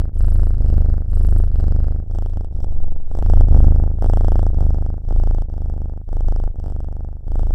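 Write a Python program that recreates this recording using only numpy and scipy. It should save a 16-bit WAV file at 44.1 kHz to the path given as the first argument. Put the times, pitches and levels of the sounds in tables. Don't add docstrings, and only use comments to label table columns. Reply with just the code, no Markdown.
import sys
import numpy as np
from scipy import signal
from scipy.fft import rfft, irfft
from scipy.io import wavfile
from scipy.ndimage import uniform_filter1d

SR = 44100
rng = np.random.default_rng(int(sys.argv[2]) if len(sys.argv) > 2 else 0)


def waveform_to_disk(signal):
    frames = np.transpose(np.atleast_2d(signal))
    scaled = np.clip(frames, -1, 1) * 32767
    samples = np.round(scaled).astype(np.int16)
    wavfile.write(sys.argv[1], SR, samples)


def makeup_ratio(level_db):
    decades = np.asarray(level_db, float) / 20
    return 10 ** decades


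N = 332514
T = np.arange(N) / SR
PERIOD_MS = 38.5
CHIN_DROPS_S = 2.05


def set_rms(x, db):
    return x * makeup_ratio(db) / np.sqrt(np.mean(x ** 2))


def bump(ms, rise, fall, roundness=2):
    side = np.where(ms < 0, rise, fall)
    return np.exp(-.5 * np.abs(ms / side) ** roundness)


def clicks(s, size):
    out = np.zeros(N)
    at = np.clip((s * SR).astype(int), 0, N - 1)
    np.add.at(out, at, size)
    return out


def fade(x, ms):
    return signal.lfilter([1], [1, -np.exp(-1000 / (ms * SR))], x)


def band(x, lo_hz, hi_hz):
    return signal.sosfilt(signal.butter(2, (lo_hz, hi_hz), "band", fs=SR, output="sos"), x)


def ring(x, modes):
    total = 0
    for hz, width, db in modes:
        b, a = signal.iirpeak(hz, hz / width, SR)
        total = total + makeup_ratio(db) * signal.lfilter(b, a, signal.lfilter(b, a, x))
    return total


# f/Hz, spectral level/dB
ROOM_SPECTRUM = [(400, -14), (1500, 0), (2600, -6), (8000, -7), (11000, -4.5), (14000, 1), (15800, 2),
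                 (16200, -30)]


def room_noise():
    hz, db = np.transpose(ROOM_SPECTRUM)
    bin_hz = np.arange(N // 2 + 1) * SR / N
    colour = makeup_ratio(np.interp(np.log(bin_hz + 1), np.log(hz), db))
    return set_rms(irfft(rfft(rng.standard_normal(N)) * colour, N), -86)


# first twitch t/s, twitches, first gap/ms,
# gap change per twitch/ms
STROKES = [(0.0167, 3, 38.13, 0.0), (0.1312, 12, 38.13, -0.117), (0.5819, 13, 39.55, 0.051),
           (1.0929, 11, 39.3, -0.207), (1.516, 14, 41.92, -0.259), (2.0748, 12, 37.18, -0.006),
           (2.5249, 14, 39.6, 0.022), (3.0765, 11, 37.3, -0.071), (3.4851, 13, 39.82, -0.138),
           (3.9863, 15, 37.38, -0.073), (4.5452, 13, 40.44, -0.172), (5.0505, 12, 37.31, -0.051),
           (5.4992, 14, 40.08, -0.064), (6.0506, 13, 39.46, -0.139), (6.5581, 17, 41.26, -0.081),
           (7.2426, 8, 37.88, -0.016)]


def twitch_times():
    trains = []
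    for start, twitches, gap, change in STROKES:
        n = np.arange(twitches)
        trains.append(start + (gap * n + change * n ** 2 / 2) / 1000)
    return np.concatenate(trains)


# out-breath start t/s, in-breath start t/s, larynx slackness (0-1)
BREATHS = [
    (.12, .577, 0),
    (1.066, 1.511, 0),
    (2.06, 2.505, .2),
    (3.05, 3.478, 0),
    (3.96, 4.53, .1),
    (5.03, 5.48, 1),
    (6.05, 6.548, 1),
    (7.23, 8, 1),
]


def breath():
    out, slack = np.zeros(N), np.zeros(N)
    for start, end, loose in BREATHS:
        out[int(start * SR):int(end * SR)] = 1
        slack[int(start * SR):] = loose
    return uniform_filter1d(out, size=700), slack


def place(s):
    turns = np.append(0, np.array(BREATHS)[:, :2])
    k = np.clip(np.searchsorted(turns, s, "right") - 1, 0, len(STROKES) - 1)
    since, until = s - turns[k], turns[k + 1] - s
    return k, since, until, since / (since + until)


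def arc(s, rule):
    k, since, until, done = place(s)
    db, sag, start, recover, end, onset = np.array(rule)[1 - k % 2].T
    return db + sag * done + start * np.exp(-since / recover) + end * np.exp(-until / onset)


# level at the turn/dB, swelling to/dB, sag by the end/dB, turbulence/dB
FLOW = [(-11, -16, -4, -64), (-25.5, -8.5, -3, -45), (-13.5, -7.5, -5, -43.5), (-22, -8, -2.5, -43.5),
        (-14.5, -8, -7.5, -43), (-26, -12, -8.5, -51), (-24.5, -15, -10.5, -45), (-32.5, -25, 26, -45),
        (-7, -2.5, -9, -39), (-20, -9, -2, -43.5), (-14.5, -7, -13.5, -44.5), (-29.5, -7, -9, -50.5),
        (-23.5, -15.5, -7.5, -49), (-32.5, -11, -5.5, -52.5), (-23, -17.5, -8, -51),
        (-30.5, -12.5, -3, -51.5)]


def flow_db(s):
    k, since, until, done = place(s + .01)
    turn, top, sag, _ = np.transpose(FLOW)
    swell_s, ebb_s = np.where(k % 2, .058, .091), np.where(k % 2, .045, .061)
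    to_next = np.roll(turn, -1) - top - sag
    swell = (turn - top)[k] * np.exp(-since / swell_s)
    ebb = to_next[k] * np.exp(-until / ebb_s)
    return top[k] + sag[k] * done + swell + ebb


def twitch(ms, drift, lead, rise, fall, roundness, brace, closure, edge, hold, recoil, lag, width):
    surge_drift, shut_drift, lag_drift, recoil_drift, _ = drift
    wave = 0
    for v in (ms - PERIOD_MS, ms, ms + PERIOD_MS):
        surge = bump(v + lead + surge_drift, rise, fall, roundness)
        surge -= brace * bump(v + lead + 6 + 1.1 * surge_drift, 1.67, 1.37)
        front = .5 + .5 * np.tanh(v / edge / 2)
        shut = front * bump(np.maximum(v, 0), hold, hold) * makeup_ratio(3.1 * shut_drift)
        back = bump(v - lag + 1.1 * lag_drift, width, width, roundness) * makeup_ratio(1.3 * recoil_drift)
        wave = wave + surge + closure * shut - recoil * back
    return set_rms(wave - wave.mean(), 0)


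# surge lead/ms, rise/ms, fall/ms,
# roundness, bracing share, closure share, edge/ms, hold/ms, recoil share, lag/ms, width/ms
TWITCH_OUT_TIGHT = (10.8, 3.3, 2.4, 1.785, 0.022, 0.37, 0.76, 3.2, 0.55, 9.7, 3.42)
TWITCH_OUT_SLACK = (9.5, 3, 3.73, 1.94, 0.24, 0.31, 0.42, 7.2, 1.13, 16.9, 8.95)
TWITCH_IN = (11.49, 1.88, 4.55, 2.13, 0.23, 0.38, 0.46, 3, 0.19, 11.1, 2.8)


def airflow(count, ms, out, slack):
    steps = rng.standard_normal((200, 5)).T
    drift = [np.interp(count, np.arange(200) - 1.5, c) for c in steps]
    tight = twitch(ms, drift, *TWITCH_OUT_TIGHT)
    loose = twitch(ms, drift, *TWITCH_OUT_SLACK)
    outward = (1 - slack) * tight + slack * loose
    inward = -twitch(ms, drift, *TWITCH_IN)
    return makeup_ratio(flow_db(T) + 0.9 * drift[4]) * (out * outward + (1 - out) * inward)


# peak level/dB, sag by the end/dB, crispness/dB
SLAPS = [(-21, -2.5, -16), (-27, 0.5, -15.5), (-27, 1, -12), (-27.5, 3.5, -15.5), (-24, -7, -11),
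         (-23.5, -4.5, -13), (-33, 2.5, -12), (-23.5, 14, -19.5), (-17.5, -6, -18.5), (-14, -2.5, -20),
         (-21, -7.5, -15.5), (-21, -1.5, -16.5), (-27, -4.5, -15.5), (-20.5, -2.5, -18),
         (-26.5, -7.5, -14.5), (-23.5, 1, -17.5)]
# t/s, level/dB
ODD_SLAPS = [(.207, 5.5), (.582, 2.5), (.779, 3.5), (1.06, 10.5), (1.724, 4.5), (2.186, 4.5), (2.297, -9),
             (2.334, -10), (2.604, 6), (2.645, 10.5), (3.114, 2), (3.261, -6), (3.371, -9.5), (3.444, -10),
             (3.485, 4.5), (4.023, 6), (4.506, -3.5), (4.247, -2), (5.459, -9), (5.699, 3.5), (6.016, 2),
             (6.053, 2), (6.245, -12.5), (6.515, -18), (6.8, 3), (7.356, 4.5)]
# offset/dB, sag/dB, dip at start/dB, recovery/s,
# dip at end/dB, onset/s
SLAP_ARC = (0, 0.5, -29, 0.041, -41, 0.021), (0, 1, -6.5, 0.095, -23, 0.036)
CRISP_ARC = (0, -3, -2.5, 0.059, 0, .05), (0, -11, -4, .05, 0.0082, .05)


def slap_db(s):
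    k, _, _, done = place(s)
    peak, sag, crisp = np.array(SLAPS)[k].T
    odd = sum(db * (np.abs(s - at) < PERIOD_MS / 2000) for at, db in ODD_SLAPS)
    return peak + sag * done + arc(s, SLAP_ARC) + odd, crisp + arc(s, CRISP_ARC)


def thud():
    impulse = band(clicks(np.zeros(1), 1), 190, 560)[:900]
    knock = signal.sosfilt(signal.butter(8, 880, fs=SR, output="sos"), impulse)
    return knock / np.abs(knock).max()


# t/s, peak level/dB, crispness/dB
DOUBLES = [(0.683, -38.5, -6), (1.607, -29, -12.5), (2.158, -28.5, -18), (3.173, -27, -19),
           (3.546, -16.5, -25.5), (3.574, -21, -21.5), (3.647, -24, -25.5), (4.044, -15, -24),
           (4.607, -20, -21.5), (4.639, -28, -19), (4.758, -32.5, -19.5), (5.108, -19.5, -29),
           (6.148, -50, -31), (6.661, -26, -20.5), (6.7, -30, -17), (7.403, -35, -13)]
# f/Hz, width/Hz, level/dB
NOSE = [(3260, 1240, 3), (5250, 2100, 4.5), (7480, 1600, 1), (12100, 1100, -13.5), (13600, 7900, -11.5)]
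NOSE_RAISED = [(2870, 690, 4.5), (4280, 460, 1), (4860, 1100, 5.5), (7800, 960, 0), (11900, 1300, -7),
               (14000, 2300, -9)]


def slaps(count, out):
    s = np.interp(np.arange(195), count, T)
    chance = rng.standard_normal((195, 4)).T
    way = np.interp(s, T, 2 * out - 1)
    peak_db, crisp_db = slap_db(s)
    peak_db = peak_db + 1.1 * chance[0]
    s2, peak2_db, crisp2_db = np.transpose(DOUBLES)
    way2 = np.interp(s2, T, 2 * out - 1)
    knock = fade(clicks(s, way * makeup_ratio(peak_db)), 0.67) + fade(clicks(s2, way2 * makeup_ratio(peak2_db)), 1.0)

    early = s - .0145 + .0007 * way + .0007 * chance[1]
    parting_db = flow_db(s) * 4 / 5 + np.where(way > 0, -23, -17) + 2 * chance[3]
    parting = np.convolve(clicks(early, way * makeup_ratio(parting_db)), thud())[:N]

    tick = clicks(s, makeup_ratio(peak_db + crisp_db + 1.3 * chance[2]))
    tick = tick + clicks(s2, makeup_ratio(peak2_db + crisp2_db + 2))
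    spray = fade(tick, .6) * rng.standard_normal(N)
    edge = tick + .12 * spray
    nose = np.where(T < CHIN_DROPS_S, ring(edge, NOSE_RAISED), ring(edge, NOSE))
    return makeup_ratio(5.5) * knock, parting + makeup_ratio(14.5) * nose


def tract(x, modes):
    filters = []
    for hz, width in modes:
        roots = np.exp(np.pi * np.array([2j * hz - width, -2j * hz - width]) / SR)
        filters.append(np.real(np.poly(roots)))
    *poles, notch = filters
    x = signal.lfilter(notch / notch.sum(), [1], np.pad(x, (500, 0), "edge"))
    for pole in poles:
        x = signal.lfilter([pole.sum()], pole, x)
    return x[500:]


# f/Hz, width/Hz
THROAT = [(804, 302), (1113, 440), (1160, 6300), (1500, 3200), (1034.6, 115)]
THROAT_RAISED = [(784, 343), (1185, 720), (1660, 1700), (1960, 4500), (977, 140)]


def throat(x):
    return np.where(T < CHIN_DROPS_S, tract(x, THROAT_RAISED), tract(x, THROAT))


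# offset/dB, sag/dB,
# dip at start/dB, recovery/s, dip at end/dB, onset/s
THROAT_ARC = (1, -0.5, -25.5, .05, -14, 0.051), (-2.6, -14.5, -12, 0.1, -8, .04)
NOSE_ARC = (-21.5, -3.5, -21, 0.036, -37.5, 0.029), (-23, -19, -15, 0.036, 4.5, .04)
NOSTRIL_ARC = (-27.5, -8.5, -29.5, 0.043, -36, .03), (-36, -16.5, -15.5, .04, -2.5, .04)


def air_db():
    k = place(T)[0]
    air = np.transpose(FLOW)[3][k]
    wet = np.minimum(sum(bump(T - row[0], .02, .02) for row in DOUBLES), 1)
    whistle = 16.5 * (k % 2) * (T < CHIN_DROPS_S)
    levels = air + arc(T, THROAT_ARC), air + arc(T, NOSE_ARC), air + arc(T, NOSTRIL_ARC) + whistle
    wet_db = 5.5, 3.5, 10
    return [uniform_filter1d(db + lift * wet, size=700) for db, lift in zip(levels, wet_db)]


# f/Hz, width/Hz, level/dB
THROAT_AIR_OUT = [(302, 250, 17), (870, 360, 0), (1280, 270, -6.5), (1770, 680, -20.5)]
NOSE_AIR = [(3580, 1000, 5.5), (5560, 850, 6.5), (7730, 1800, 3), (11800, 590, -3), (14000, 2400, -5)]
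NOSE_AIR_RAISED = [(2980, 610, 3), (4400, 570, 4.5), (5200, 1000, 6), (7740, 860, 1), (11500, 1500, -5)]
NOSTRILS = [(8400, 1600, 6.5), (11000, 1200, 7.5)]


def hiss(ms, out):
    throat_db, nose_db, nostril_db = air_db()
    flicker = makeup_ratio(3.6 * np.sqrt(90) * uniform_filter1d(rng.standard_normal((3, N)), size=90))
    since = ms % PERIOD_MS
    first, second = bump(since - 8, 16.0, 3.2), bump(since - 22, 6.1, 2.2)
    after = .3 + np.exp(-since / 6)
    noise = rng.standard_normal((3, N))

    inward = set_rms(throat(after * fade(band(noise[0], 130, 1400), 0.94)), 0)
    outward = set_rms(after * ring(noise[0], THROAT_AIR_OUT), 0)
    deep = (out * outward + (1 - out) * inward) * makeup_ratio(throat_db)

    colour = np.where(T < CHIN_DROPS_S, ring(noise[1], NOSE_AIR_RAISED), ring(noise[1], NOSE_AIR))
    nose_puffs = .08 + 0.69 * first + 0.8 * second
    nose = set_rms(nose_puffs * flicker[1] * colour, 1.0) * makeup_ratio(nose_db)

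    nostril_puffs = (.13 + .7 * first + second) ** 6.5
    nostrils = set_rms(nostril_puffs * flicker[2] * ring(noise[2], NOSTRILS), 0.87) * makeup_ratio(nostril_db)
    return deep + nose + nostrils


def sinus(x):
    hz, width_hz, share = 2330, 600, .5
    return x - share * signal.lfilter(*signal.iirpeak(hz, hz / width_hz, SR), x)


# t/s, peak level/dB, rise/(dB/s), fall/(dB/s)
NUDGES = [
    (2.82, -9, 55, 31),
    (3.42, -22, 45, 56),
    (4.31, -22, 50, 90),
]


def fur_nudges():
    envelope = 0
    for s, db, rise, fall in NUDGES:
        slope = np.where(T < s, rise, fall)
        envelope = envelope + makeup_ratio(db - slope * np.abs(T - s))
    return np.sqrt(2) * np.cos(2 * np.pi * 10.6 * (T - 2.78)) * envelope


def scene():
    s = twitch_times()
    ends = PERIOD_MS / 1000 * np.array([-1, 1]) + s[[0, -1]]
    count = np.interp(T, np.r_[ends[0], s, ends[1]], np.arange(-1, len(s) + 1))
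    ms = (count - np.round(count)) * PERIOD_MS
    out, slack = breath()
    knocks, direct = slaps(count, out)
    voiced = throat(airflow(count, ms, out, slack) + knocks)
    cat = sinus(voiced + direct + hiss(ms, out))
    return (cat + room_noise() + fur_nudges())[None]


def top_cut(x):
    return signal.sosfilt(signal.butter(12, 15990, fs=SR, output="sos"), x)


def record(dry):
    over = np.maximum(np.abs(dry) - .8, 0)
    rounded = dry - np.sign(dry) * (over - .2 * np.tanh(over / .2))
    return top_cut(rounded)


dry = scene()
out = record(dry)
waveform_to_disk(out)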